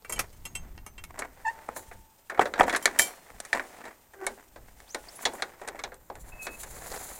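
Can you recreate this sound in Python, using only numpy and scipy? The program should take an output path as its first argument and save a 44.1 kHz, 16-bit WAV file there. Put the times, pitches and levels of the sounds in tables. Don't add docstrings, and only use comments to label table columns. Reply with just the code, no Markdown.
import sys
import numpy as np
from scipy import signal
from scipy.fft import rfft, irfft, next_fast_len
from scipy.io import wavfile

SR = 44100
rng = np.random.default_rng(int(sys.argv[2]) if len(sys.argv) > 2 else 0)


def transcribe(u):
    v = np.clip(np.atleast_2d(u).T, -1, 1)
    q = np.round(v * 32767).astype(np.int16)
    wavfile.write(sys.argv[1], SR, q)


N = 317079
TIME = np.arange(N) / SR
AFTER = TIME[:SR * 2 // 5]
STEPS = TIME[::32]


def amp(db):
    return 10 ** (np.asarray(db) / 20)


def unit(x):
    return x / np.sqrt(np.mean(x ** 2) + 1e-20)


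def over_hz(points, hz):
    f, value = np.transpose(points)
    return np.interp(np.log(hz + 1), np.log(f + 1), value)


def add(mix, s, sound):
    part = mix[max(round(s * SR), 0):][:len(sound)]
    part += sound[:len(part)]


def colour(x, points):
    gain = amp(over_hz(points, np.fft.rfftfreq(len(x), 1 / SR)))
    return unit(irfft(rfft(x) * gain, len(x)))


def wander(rate_hz, count=N):
    size = next_fast_len(count)
    smoothing = np.exp(-(np.fft.rfftfreq(size, 1 / SR) / rate_hz) ** 2)
    return unit(irfft(rfft(rng.standard_normal(size)) * smoothing, size)[:count])


def together(envelopes_db):
    return np.interp(TIME, STEPS, np.sqrt(sum(amp(db) ** 2 for db in envelopes_db)))


def swells(rows):
    return together(db - 20 * np.maximum((s - STEPS) / rise, (STEPS - s) / fall)
                    for s, rise, fall, db in rows)


def shaken(fall_db_per_s):
    return together(np.where(STEPS < s, -np.inf, low_db - fall_db_per_s * (STEPS - s))
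                    for s, low_db, *_ in KNOCKS)


def friction(strength, spectrum, grains_per_s, spread_db, smooth_db, clump_hz, clump_db):
    sizes = amp(spread_db * np.minimum(rng.exponential(1, N), 4)) * rng.standard_normal(N)
    slips = unit(sizes * (rng.random(N) < grains_per_s / SR))
    grains = slips + amp(smooth_db) * rng.standard_normal(N)
    return strength * colour(grains * amp(clump_db * wander(clump_hz)), spectrum)


def ring(modes, scatter=1, unlike_db=0, detune=0):
    out = 0
    for hz, db, t60 in modes:
        fade = amp(db + unlike_db * rng.standard_normal() - 60 * AFTER / t60)
        turns = hz * (1 + detune * rng.standard_normal()) * AFTER + scatter * rng.random()
        out = out + fade * np.sin(2 * np.pi * turns)
    return out


def dense_ring(t60s):
    hz, t, z = signal.stft(rng.standard_normal(len(AFTER)), SR, nperseg=256)
    fade = amp(-60 * t / over_hz(t60s, hz)[:, None])
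    return signal.istft(z * fade, SR, nperseg=256)[1][:len(AFTER)]


BLOW_BANDS = [200, 1100, 2500, 6000, 16000]


def blows(rows, modes, t60s, modes_db, rise, body, low_pass_hz, detune=0):
    out, attack = np.zeros(N), round(.015 * SR)
    filters = [signal.butter(N=4, Wn=edges, btype="band", fs=SR, output="sos")
               for edges in zip(BLOW_BANDS, BLOW_BANDS[1:])]
    low_pass = signal.butter(N=4, Wn=min(low_pass_hz, 20000), fs=SR, output="sos")
    for s, *bands_db, contact, ring_db in rows:
        chatter = rng.standard_normal(len(AFTER)) * np.exp(-AFTER / max(contact, 2e-4))
        tones = ring(modes, unlike_db=5, detune=detune)
        after_ring = amp(ring_db) * (dense_ring(t60s) + amp(modes_db) * tones)
        sound = body((chatter + after_ring) * (1 - np.exp(-AFTER / rise)))
        sound = signal.sosfilt(low_pass, sound)
        for sos, db in zip(filters, bands_db):
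            band = signal.sosfilt(sos, sound)
            add(out, s, amp(db) * band / np.std(band[:attack]))
    return out


def squeak(rows, harmonics_db, jitter, flutter_db):
    s, hz, db = np.transpose(rows)
    t = np.arange(s[0], s[-1], 1 / SR)
    turns = np.cumsum(np.interp(t, s, hz) * (1 + jitter * wander(250, len(t)))) / SR
    tone = np.zeros(len(t))
    for k, harmonic_db in enumerate(harmonics_db, 1):
        flutter = flutter_db * np.sqrt(k) * wander(120, len(t))
        tone += amp(harmonic_db + flutter) * np.sin(2 * np.pi * k * turns)
    out = np.zeros(N)
    add(out, s[0], unit(tone) * amp(np.interp(t, s, db)) * signal.windows.tukey(len(t), .05))
    return out


# (middle time [s], half width [s], level [dB])
GUSTS = [(0.19, 0.093, -43), (0.6, 0.27, -43.5), (1.05, 0.18, -49.5), (1.382, 0.31, -57.5),
         (1.95, 0.092, -49), (1.78, .05, -52), (3.35, .06, -53), (4.66, 0.17, -53), (5.05, 0.1, -58.5),
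         (5.9, 0.38, -57.5), (6.28, 0.15, -48), (6.8, 0.39, -48)]


def gusts(breeze_db=-68.5):
    blasts = together(db - 10 * ((STEPS - s) / width) ** 2 for s, width, db in GUSTS)
    return np.hypot(amp(breeze_db), blasts)


# (frequency [Hz], level [dB])
WIND_COLOUR = [(8.8, -5.5), (15, -1.5), (49, -3.5), (130, -14.5), (145, -17.5), (189, -18.5), (300, -23.5),
               (390, -26), (660, -120)]


def wind_and_jolts(jolt_db=-20, jolt_fall_db_per_s=172):
    bumps = np.hypot(gusts(), amp(jolt_db) * shaken(jolt_fall_db_per_s))
    return bumps * colour(rng.standard_normal(N), WIND_COLOUR)


# (frequency [Hz], level [dB])
AIR_COLOUR = [(35, -18), (60, 3), (803, -3.5), (862, 3), (946, -1.5), (3040, -21), (12400, -39.5),
              (14200, -15.5), (16000, -27)]


def still_air():
    return amp(-67) * colour(rng.standard_normal(N), AIR_COLOUR)


def whine(hz=13715, rms_db=-69):
    return amp(rms_db) * np.sqrt(2) * np.sin(2 * np.pi * hz * TIME)


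# (peak time [s], rise [s], fall [s], level [dB])
SCUFFS = [(0.19, 0.066, 0.086, -41), (0.65, 0.44, 0.27, -57.5), (1.68, 0.85, 0.37, -51.5),
          (3.0, 0.52, 0.54, -45), (3.75, 1, 0.34, -48.5), (4.29, .12, 0.084, -52.5),
          (5.33, 0.82, 0.5, -49.5), (5.75, 0.35, .4, -66), (6.28, 0.1, 0.47, -52),
          (6.92, 0.67, 0.78, -44.5)]
# (frequency [Hz], level [dB])
SCRAPE_COLOUR = [(80, -19.5), (250, -7.5), (450, -2), (750, 1.5), (1200, -5.5), (2000, -5), (3000, -19.5),
                 (5000, -22.5), (9000, -25.5), (16000, -54)]


def scuffs(shudder_db=-21.5, shudder_fall_db_per_s=112.5):
    rubbing = np.hypot(swells(SCUFFS), amp(shudder_db) * shaken(shudder_fall_db_per_s))
    return friction(rubbing, SCRAPE_COLOUR, grains_per_s=900, spread_db=2.5,
                    smooth_db=0, clump_hz=45, clump_db=2.8)


# (peak time [s], rise [s], fall [s], level before the lift [dB])
RUSTLES = [(0.12, 0.3, 1.7, -65.5), (1.5, 1, 3.3, -65.5), (1.93, .3, 0.21, -65), (2.46, 0.13, .12, -59),
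           (2.75, .15, 0.61, -54), (3.06, 0.11, 0.14, -48.5), (3.65, 1.0, 0.74, -59.5),
           (4.32, .25, 0.29, -61.5), (5.25, 1.0, 0.55, -57), (5.8, .8, 1.14, -72.5)]
# (frequency [Hz], level [dB])
RUSTLE_COLOUR = [(1000, -17.5), (2500, -6.5), (4500, -9.5), (7500, -5), (9800, -6.5), (11500, -10.5),
                 (13500, -19.5), (16000, -9.5)]


def rustle_and_shimmer():
    lift = amp(4.5)
    return lift * friction(swells(RUSTLES), RUSTLE_COLOUR, grains_per_s=4000, spread_db=2.5,
                           smooth_db=8, clump_hz=50, clump_db=1.5)


# (peak time [s], rise [s], fall [s], level [dB])
ROLL = [(0.11, 0.085, 0.22, -46.5), (6.93, 0.37, 0.3, -46)]
# (frequency [Hz], level [dB])
GRAVEL_COLOUR = [(100, -35), (250, -15), (450, 9), (900, -3), (2000, -13), (3000, -19), (4500, -5.5),
                 (7000, -11), (16000, -34)]


def gravel():
    return friction(swells(ROLL), GRAVEL_COLOUR, grains_per_s=350, spread_db=3,
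                    smooth_db=-8, clump_hz=35, clump_db=4)


# (time [s], low [dB], middle [dB], high [dB], top [dB],
# contact time [s], after-ring [dB])
CLICKS = [(0.047, -55, -47, -63, -57.5, 0.0027, -16), (0.095, -42.5, -42.5, -73, -38, 0.0013, 8),
          (0.123, -46, -40.5, -49.5, -32.5, 0.0012, -9), (0.16, -55, -50, -50, -49, 0.00074, -8),
          (0.191, -36, -30.5, -36, -31, 0.0087, -30), (0.327, -73, -69, -72, -63, 0.001, -3),
          (0.452, -51.5, -48, -45, -41.5, 0.00087, 10), (0.551, -52.5, -44, -41, -37.5, 0.00067, 7),
          (0.777, -55, -54.5, -57, -66, 0.0013, -27), (0.863, -49, -51, -59, -47.5, 0.0028, -11),
          (0.979, -59, -49.5, -53, -57.5, 0.0015, -8), (1.038, -60, -48.5, -51.5, -48.5, 0.0034, -23)]
# (frequency [Hz], level [dB], t60 [s])
HUB = [(930, -12, .05), (1895, -8, .08), (2245, -1, .08), (2760, -1, .08), (3140, 3, .09), (4100, -5, .07),
       (5280, -5, .06), (6412, -12, .25), (6500, -5, .06), (7500, -1, .075), (7700, -5, .06),
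       (8010, -6, .07), (8460, -3, .075), (9025, -8, .07), (9420, -7, .065), (10200, -9, .075),
       (11100, -6, .06), (12550, -7, .06), (14450, -21, .16)]
# (frequency [Hz], t60 [s])
CLICK_T60 = [(200, .1), (2000, .09), (8000, .07), (15000, .06)]


def freewheel(bounce_s=.0095, bounce_db=-9):
    drops = blows(CLICKS, HUB, CLICK_T60, modes_db=-4, rise=.0012, body=unit,
                  low_pass_hz=13200, detune=.02)
    out = drops.copy()
    add(out, bounce_s, amp(bounce_db) * drops)
    return out


# (start [s], hold [s], level before the trim [dB])
RATTLES = [(1.108, 0.14, -46.5), (2.412, 0.018, -28.5), (2.592, 0.017, -22.5), (2.669, 0.014, -32.5),
           (2.699, .06, -32), (2.814, 0.16, -44.5), (3.549, .04, -34), (3.82, 0.083, -47.5),
           (4.206, 0.053, -44.5), (4.381, 0.029, -53.5), (4.668, 0.014, -52), (5.189, 0.069, -46),
           (5.354, 0.037, -46), (5.598, 0.28, -51.5)]


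def hauls(attack_db_per_s=1401.5, release_db_per_s=384.5):
    return together(db - np.maximum(attack_db_per_s * (s - STEPS), 0)
                    - np.maximum(release_db_per_s * (STEPS - s - hold), 0)
                    for s, hold, db in RATTLES)


SPOTS = [.0008, .0013, .002, .003]
# (frequency [Hz], level [dB], t60 [s])
BRACKET = [(381.5, -10.5, 0.19), (513.7, -10.5, 0.17), (582, -3, 0.052), (695, -12.5, 0.084),
           (847, -17.5, 0.31), (1056, -10.5, 0.091), (1220, -16, 0.1), (1450, -14, 0.22),
           (1568, -14.5, 0.019), (1824, -0.5, 0.029), (1930, -8.5, 0.021), (2200, 3, 0.056),
           (3396, 1, 0.061), (4240, -44, .07), (4700, -15, 0.089), (6950, -5, 0.084)]
# (frequency [Hz], level [dB])
RATTLE_COLOUR = [(100, -26.5), (250, -2), (450, -6), (750, 1.5), (1200, -4.5), (1900, -3), (2500, -13),
                 (3300, -24), (5000, -27.5), (7700, -18.5), (10500, -31), (16000, -36)]


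def loose_bolt(taps_per_s=130, spread_db=3, ring_db=-40):
    sizes = amp(spread_db * rng.standard_normal(N)) * rng.choice([-1, 1], N)
    taps = sizes * (rng.random(N) < taps_per_s / SR)
    spot, out = rng.integers(0, len(SPOTS), N), np.zeros(N)
    for k, contact_s in enumerate(SPOTS):
        contact = rng.standard_normal(len(AFTER)) * AFTER / contact_s * np.exp(-AFTER / contact_s)
        answer = contact + amp(ring_db) * ring(BRACKET, unlike_db=2, detune=.06)
        out += signal.oaconvolve(taps * (spot == k), unit(answer))[:N]
    trim = amp(-1)
    return trim * hauls() * colour(out, RATTLE_COLOUR)


# (frequency [Hz], width [Hz], level [dB])
PLATE = [(544, 140, 9.5), (783, 440, 19.5), (1698, 513, 22), (3920, 780, 18.5), (8140, 4200, 19)]


def plate(x):
    return x + sum(amp(db) * signal.lfilter(*signal.iirpeak(hz, hz / width, SR), x)
                   for hz, width, db in PLATE)


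# (time [s], low [dB], middle [dB], high [dB], top [dB],
# contact time [s], after-ring [dB]); band levels are before the trim
KNOCKS = [(1.19, -38.5, -43, -47.5, -38, 0.00077, 14), (1.22, -43.5, -34, -55, -59, 0.0022, -11),
          (1.687, -33, -43, -77, -56, 0.0024, -24.5), (1.763, -39.5, -43, -53.5, -49, 0.00057, -19.5),
          (1.912, -47.5, -48, -69, -79, 0.00073, 2), (2.297, -46, -34, -52.5, -52, 0.0008, 2),
          (2.318, -40, -46, -65, -76, 0.0012, -6), (2.345, -47, -43, -65, -65, 0.00039, -5),
          (2.375, -37.5, -40, -61, -69, 0.00077, -8), (2.394, -27, -30, -47, -47, 0.0012, -13),
          (2.409, -36, -28.5, -45.5, -48, 0.0015, 0), (2.455, -30, -34.5, -44, -53, 0.0018, -2),
          (2.538, -38, -33.5, -42, -55, 0.00053, -26), (2.557, -44, -41, -54, -69, 0.001, -5),
          (2.578, -40, -43, -52, -65, 0.0012, -8), (2.608, -20, -24.5, -46, -50, 0.0009, -27),
          (2.631, -35, -35.5, -46, -46, 0.0011, -6), (2.695, -38.5, -29.5, -38, -43.5, 0.0012, -6),
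          (2.726, -33, -35, -43, -46, 0.0008, -4), (2.747, -38.5, -25, -38, -53, 0.00086, 3),
          (2.761, -43, -35, -37.5, -33, 0.0069, -38), (2.856, -28, -22.5, -23.5, -24.5, 0.0019, -16.5),
          (2.876, -38, -33, -57, -52, 0.0014, -20), (2.9943, -30, -30, -30, -23.5, 0.0014, -14),
          (3.302, -53, -52, -69, -68, 0.0013, -36), (3.401, -43, -46.5, -46.5, -40.5, 0.0028, -23),
          (3.45, -59, -46.5, -55.5, -47.5, 0.00088, -13), (3.529, -33, -34.5, -36, -42.5, 0.001, -3),
          (3.595, -41, -30.5, -51, -60, 0.0023, -15), (3.853, -43.5, -47.5, -56, -58.5, 0.0011, -8.5),
          (4.135, -53.5, -52.5, -71.5, -66, 0.0012, -11), (4.2661, -34, -31.5, -40, -31.5, 0.0011, -14),
          (4.559, -47, -53.5, -61, -66.5, 0.0019, -5), (4.802, -57, -53.5, -62, -63.5, 0.001, -23),
          (4.9456, -35, -36, -38.5, -41, 0.0022, -13.5), (5.2527, -29.5, -29, -24.5, -36.5, 0.0012, -5.5),
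          (5.335, -40, -65, -75, -49.5, 0.0014, -14), (5.4216, -35, -30.5, -33, -44, 0.0018, -13),
          (5.614, -41, -49, -62, -58, 0.00099, -4), (5.675, -39.5, -41.5, -50.5, -44.5, 0.00053, 6),
          (5.685, -47, -40.5, -47, -44, 0.0021, -16), (5.747, -42.5, -72, -82, -79, 0.001, -18),
          (5.791, -47, -41.5, -50, -54, 0.00088, 0), (5.837, -37, -40, -37.5, -49.5, 0.0027, -10.5),
          (5.919, -46, -48, -66, -81, 0.0014, -6), (5.942, -60.5, -71.5, -63.5, -55, 0.0014, -17.5),
          (6.0999, -37, -55.5, -59.5, -74.5, 0.0016, -19), (6.154, -50.5, -52, -61, -57, 0.00041, -27.5),
          (6.467, -39, -38, -44, -50, 0.0013, -5), (6.632, -55, -47, -54, -43, 0.00061, -2)]
# (frequency [Hz], t60 [s])
KNOCK_T60 = [(200, 0.37), (700, 0.14), (2000, 0.081), (5000, 0.062), (15000, 0.023)]


def knocks():
    trim = amp(-0.45)
    return trim * blows(KNOCKS, BRACKET, KNOCK_T60, modes_db=-18.0, rise=0.00077, body=plate,
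                        low_pass_hz=10900)


# (time [s], pitch [Hz], level [dB])
FRONT_BRAKE = [(1.442, 863, -64), (1.454, 925, -29), (1.467, 868, -26), (1.486, 895, -25), (1.5, 934, -34),
               (1.52, 874, -52), (1.54, 905, -67)]


def front_brake():
    return squeak(FRONT_BRAKE, [0, -3, -21, -36, -31, -38, -38, -32, -33], jitter=.01, flutter_db=1.8)


# (time [s], pitch [Hz], level [dB])
DISC_RING = [(1.5, 895, -47), (1.62, 892, -58), (1.85, 888, -58), (2.14, 888, -68)]


def disc_ring():
    return squeak(DISC_RING, [0, -20], jitter=0.012, flutter_db=2.0)


# (peak time [s], rise [s], fall [s], level [dB])
SWISHES = [(1.77, 0.026, 0.079, -42.5), (5.16, .1, 0.085, -53), (5.225, 0.025, 0.042, -40),
           (5.345, .03, 0.12, -48.5), (6.21, 0.019, 0.031, -49), (6.3, 0.05, 0.023, -46.5),
           (6.43, 0.028, 0.11, -46), (6.615, 0.043, 0.023, -38.5), (7.05, 0.81, 0.83, -42)]
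# (frequency [Hz], level [dB])
SWISH_COLOUR = [(1000, -6.5), (2200, -7.5), (3100, -8), (4200, -2), (5300, -9.5), (6400, 3), (7500, 8.5),
                (8400, -1.5), (9600, 7.5), (11500, -2.5), (13000, 2), (16000, -3.5)]


def sleeves():
    return friction(swells(SWISHES), SWISH_COLOUR, grains_per_s=8000, spread_db=2,
                    smooth_db=8, clump_hz=40, clump_db=2.4)


# (time [s], level [dB])
THUDS = [(2.394, 1), (2.6082, 4.5)]
# (frequency [Hz], level [dB], t60 [s])
TIMBER = [(432, -9, 0.026), (774, 0, 0.019), (886, 0.5, 0.011), (1213, -7, 0.024), (3150, -4.5, 0.0049)]


def thuds():
    out = np.zeros(N)
    for s, db in THUDS:
        add(out, s, amp(db) * ring(TIMBER, scatter=0) * (1 - np.exp(-AFTER / 0.0014)))
    return out


# (time [s], level [dB])
CHINKS = [(2.668, -33), (2.826, -23.5), (2.9893, -1.5), (3.018, -8), (3.071, -26)]
# (frequency [Hz], level [dB], t60 [s])
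BOLT = [(2320, -30, 0.24), (3128, -21, 0.09), (4218, -45, 0.7), (4425, -44, 0.33), (4980, -35, 0.1),
        (5270, -29, 0.09), (5776, -27, 0.24), (6400, -36, 0.32), (6845, -24, 0.07), (7346, -26, 0.16),
        (7562, -21, 0.14), (8430, -40, 0.18), (9112, -23, 0.08), (9383, -26, 0.21), (10130, -30, 0.1),
        (10985, -22, 0.17), (11510, -38, 0.18), (11812, -30, 0.17), (12402, -40, 0.33), (12805, -33, 0.33),
        (13900, -26, 0.06), (14320, -41, 0.21), (15300, -28, 0.07)]
# (frequency [Hz], t60 [s])
BOLT_T60 = [(200, 0.088), (2000, 0.24), (7000, 0.19), (15000, 0.19)]


def chinks(shimmer_db=-21.5, clash_db=-16.0, clash_s=0.009):
    out = np.zeros(N)
    bright = signal.butter(N=2, Wn=[4500, 13000], btype="band", fs=SR, output="sos")
    for s, db in CHINKS:
        clash = amp(clash_db) * rng.standard_normal(len(AFTER)) * np.exp(-AFTER / clash_s)
        shimmer = amp(shimmer_db) * dense_ring(BOLT_T60)
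        add(out, s, amp(db) * (ring(BOLT) + signal.sosfilt(bright, clash + shimmer)))
    return out


# (time [s], level [dB])
SLAMS = [(2.8565, -7), (2.9945, -8.5), (3.5302, -12.5)]
# (frequency [Hz], level [dB], t60 [s])
GUIDE = [(1787, 0.5, 0.028), (1950, -6.5, .022), (2290, -8.5, 0.021)]


def slams():
    out = np.zeros(N)
    for s, db in SLAMS:
        add(out, s, amp(db) * ring(GUIDE) * (1 - np.exp(-AFTER / 0.0003)))
    return out


# (time [s], pitch [Hz], level [dB])
ROD_GROAN = [(4.14, 394, -57), (4.2, 388, -48.5), (4.23, 384.3, -35.5), (4.265, 387.4, -47),
             (4.35, 402, -54)]


def rod_groan():
    return squeak(ROD_GROAN, [0, -8, -16, -11, -18], jitter=.035, flutter_db=2.5)


# (time [s], pitch [Hz], level [dB])
HINGE_SQUEAKS = [
    [(4.865, 2810, -62), (4.89, 4600, -58), (4.915, 6700, -51), (4.935, 6950, -52), (4.946, 6700, -53)],
    [(5.085, 4700, -41), (5.12, 6900, -63), (5.145, 7800, -75), (5.16, 9500, -44), (5.19, 11400, -56)],
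]


def hinge():
    return sum(squeak(rows, [0], jitter=.05, flutter_db=5) for rows in HINGE_SQUEAKS)


# (time [s], pitch [Hz], level [dB])
REAR_BRAKE = [(6.32, 2570, -45), (6.338, 2600, -51.5), (6.372, 2610, -57), (6.412, 2560, -42),
              (6.474, 2568, -51), (6.558, 2590, -50), (6.58, 2680, -84)]


def rear_brake():
    return squeak(REAR_BRAKE, [0, -36], jitter=0.0032, flutter_db=2.3)


def surroundings(x, ground_s, ground_db, tail_db):
    scatter_t60 = [(200, 0.65), (1500, 0.16), (6000, 0.14), (15000, 0.091)]  # (frequency [Hz], t60 [s])
    echo = dense_ring(scatter_t60) * (1 - np.exp(-AFTER / .015))
    echo *= amp(tail_db) / np.linalg.norm(echo)
    echo[round(ground_s * SR)] += amp(ground_db)
    return x + signal.fftconvolve(x, echo)[:N]


def scene():
    moor = wind_and_jolts() + still_air() + whine()
    frictions = scuffs() + rustle_and_shimmer() + gravel() + sleeves()
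    gate = loose_bolt() + knocks() + thuds() + chinks() + slams() + rod_groan() + hinge()
    bicycle = freewheel() + front_brake() + disc_ring() + rear_brake()
    metal = surroundings(gate + bicycle, ground_s=0.0086, ground_db=-21.0, tail_db=-25.0)
    return (moor + frictions + metal)[None]


def record(dry):
    ceiling = .6
    flattened = dry / (1 + (dry / ceiling) ** 6) ** (1 / 6)
    low_pass = signal.firwin(511, 16200, window=("kaiser", 9), fs=SR)
    return signal.oaconvolve(flattened, low_pass[None], "same")


dry = scene()
out = record(dry)
transcribe(out)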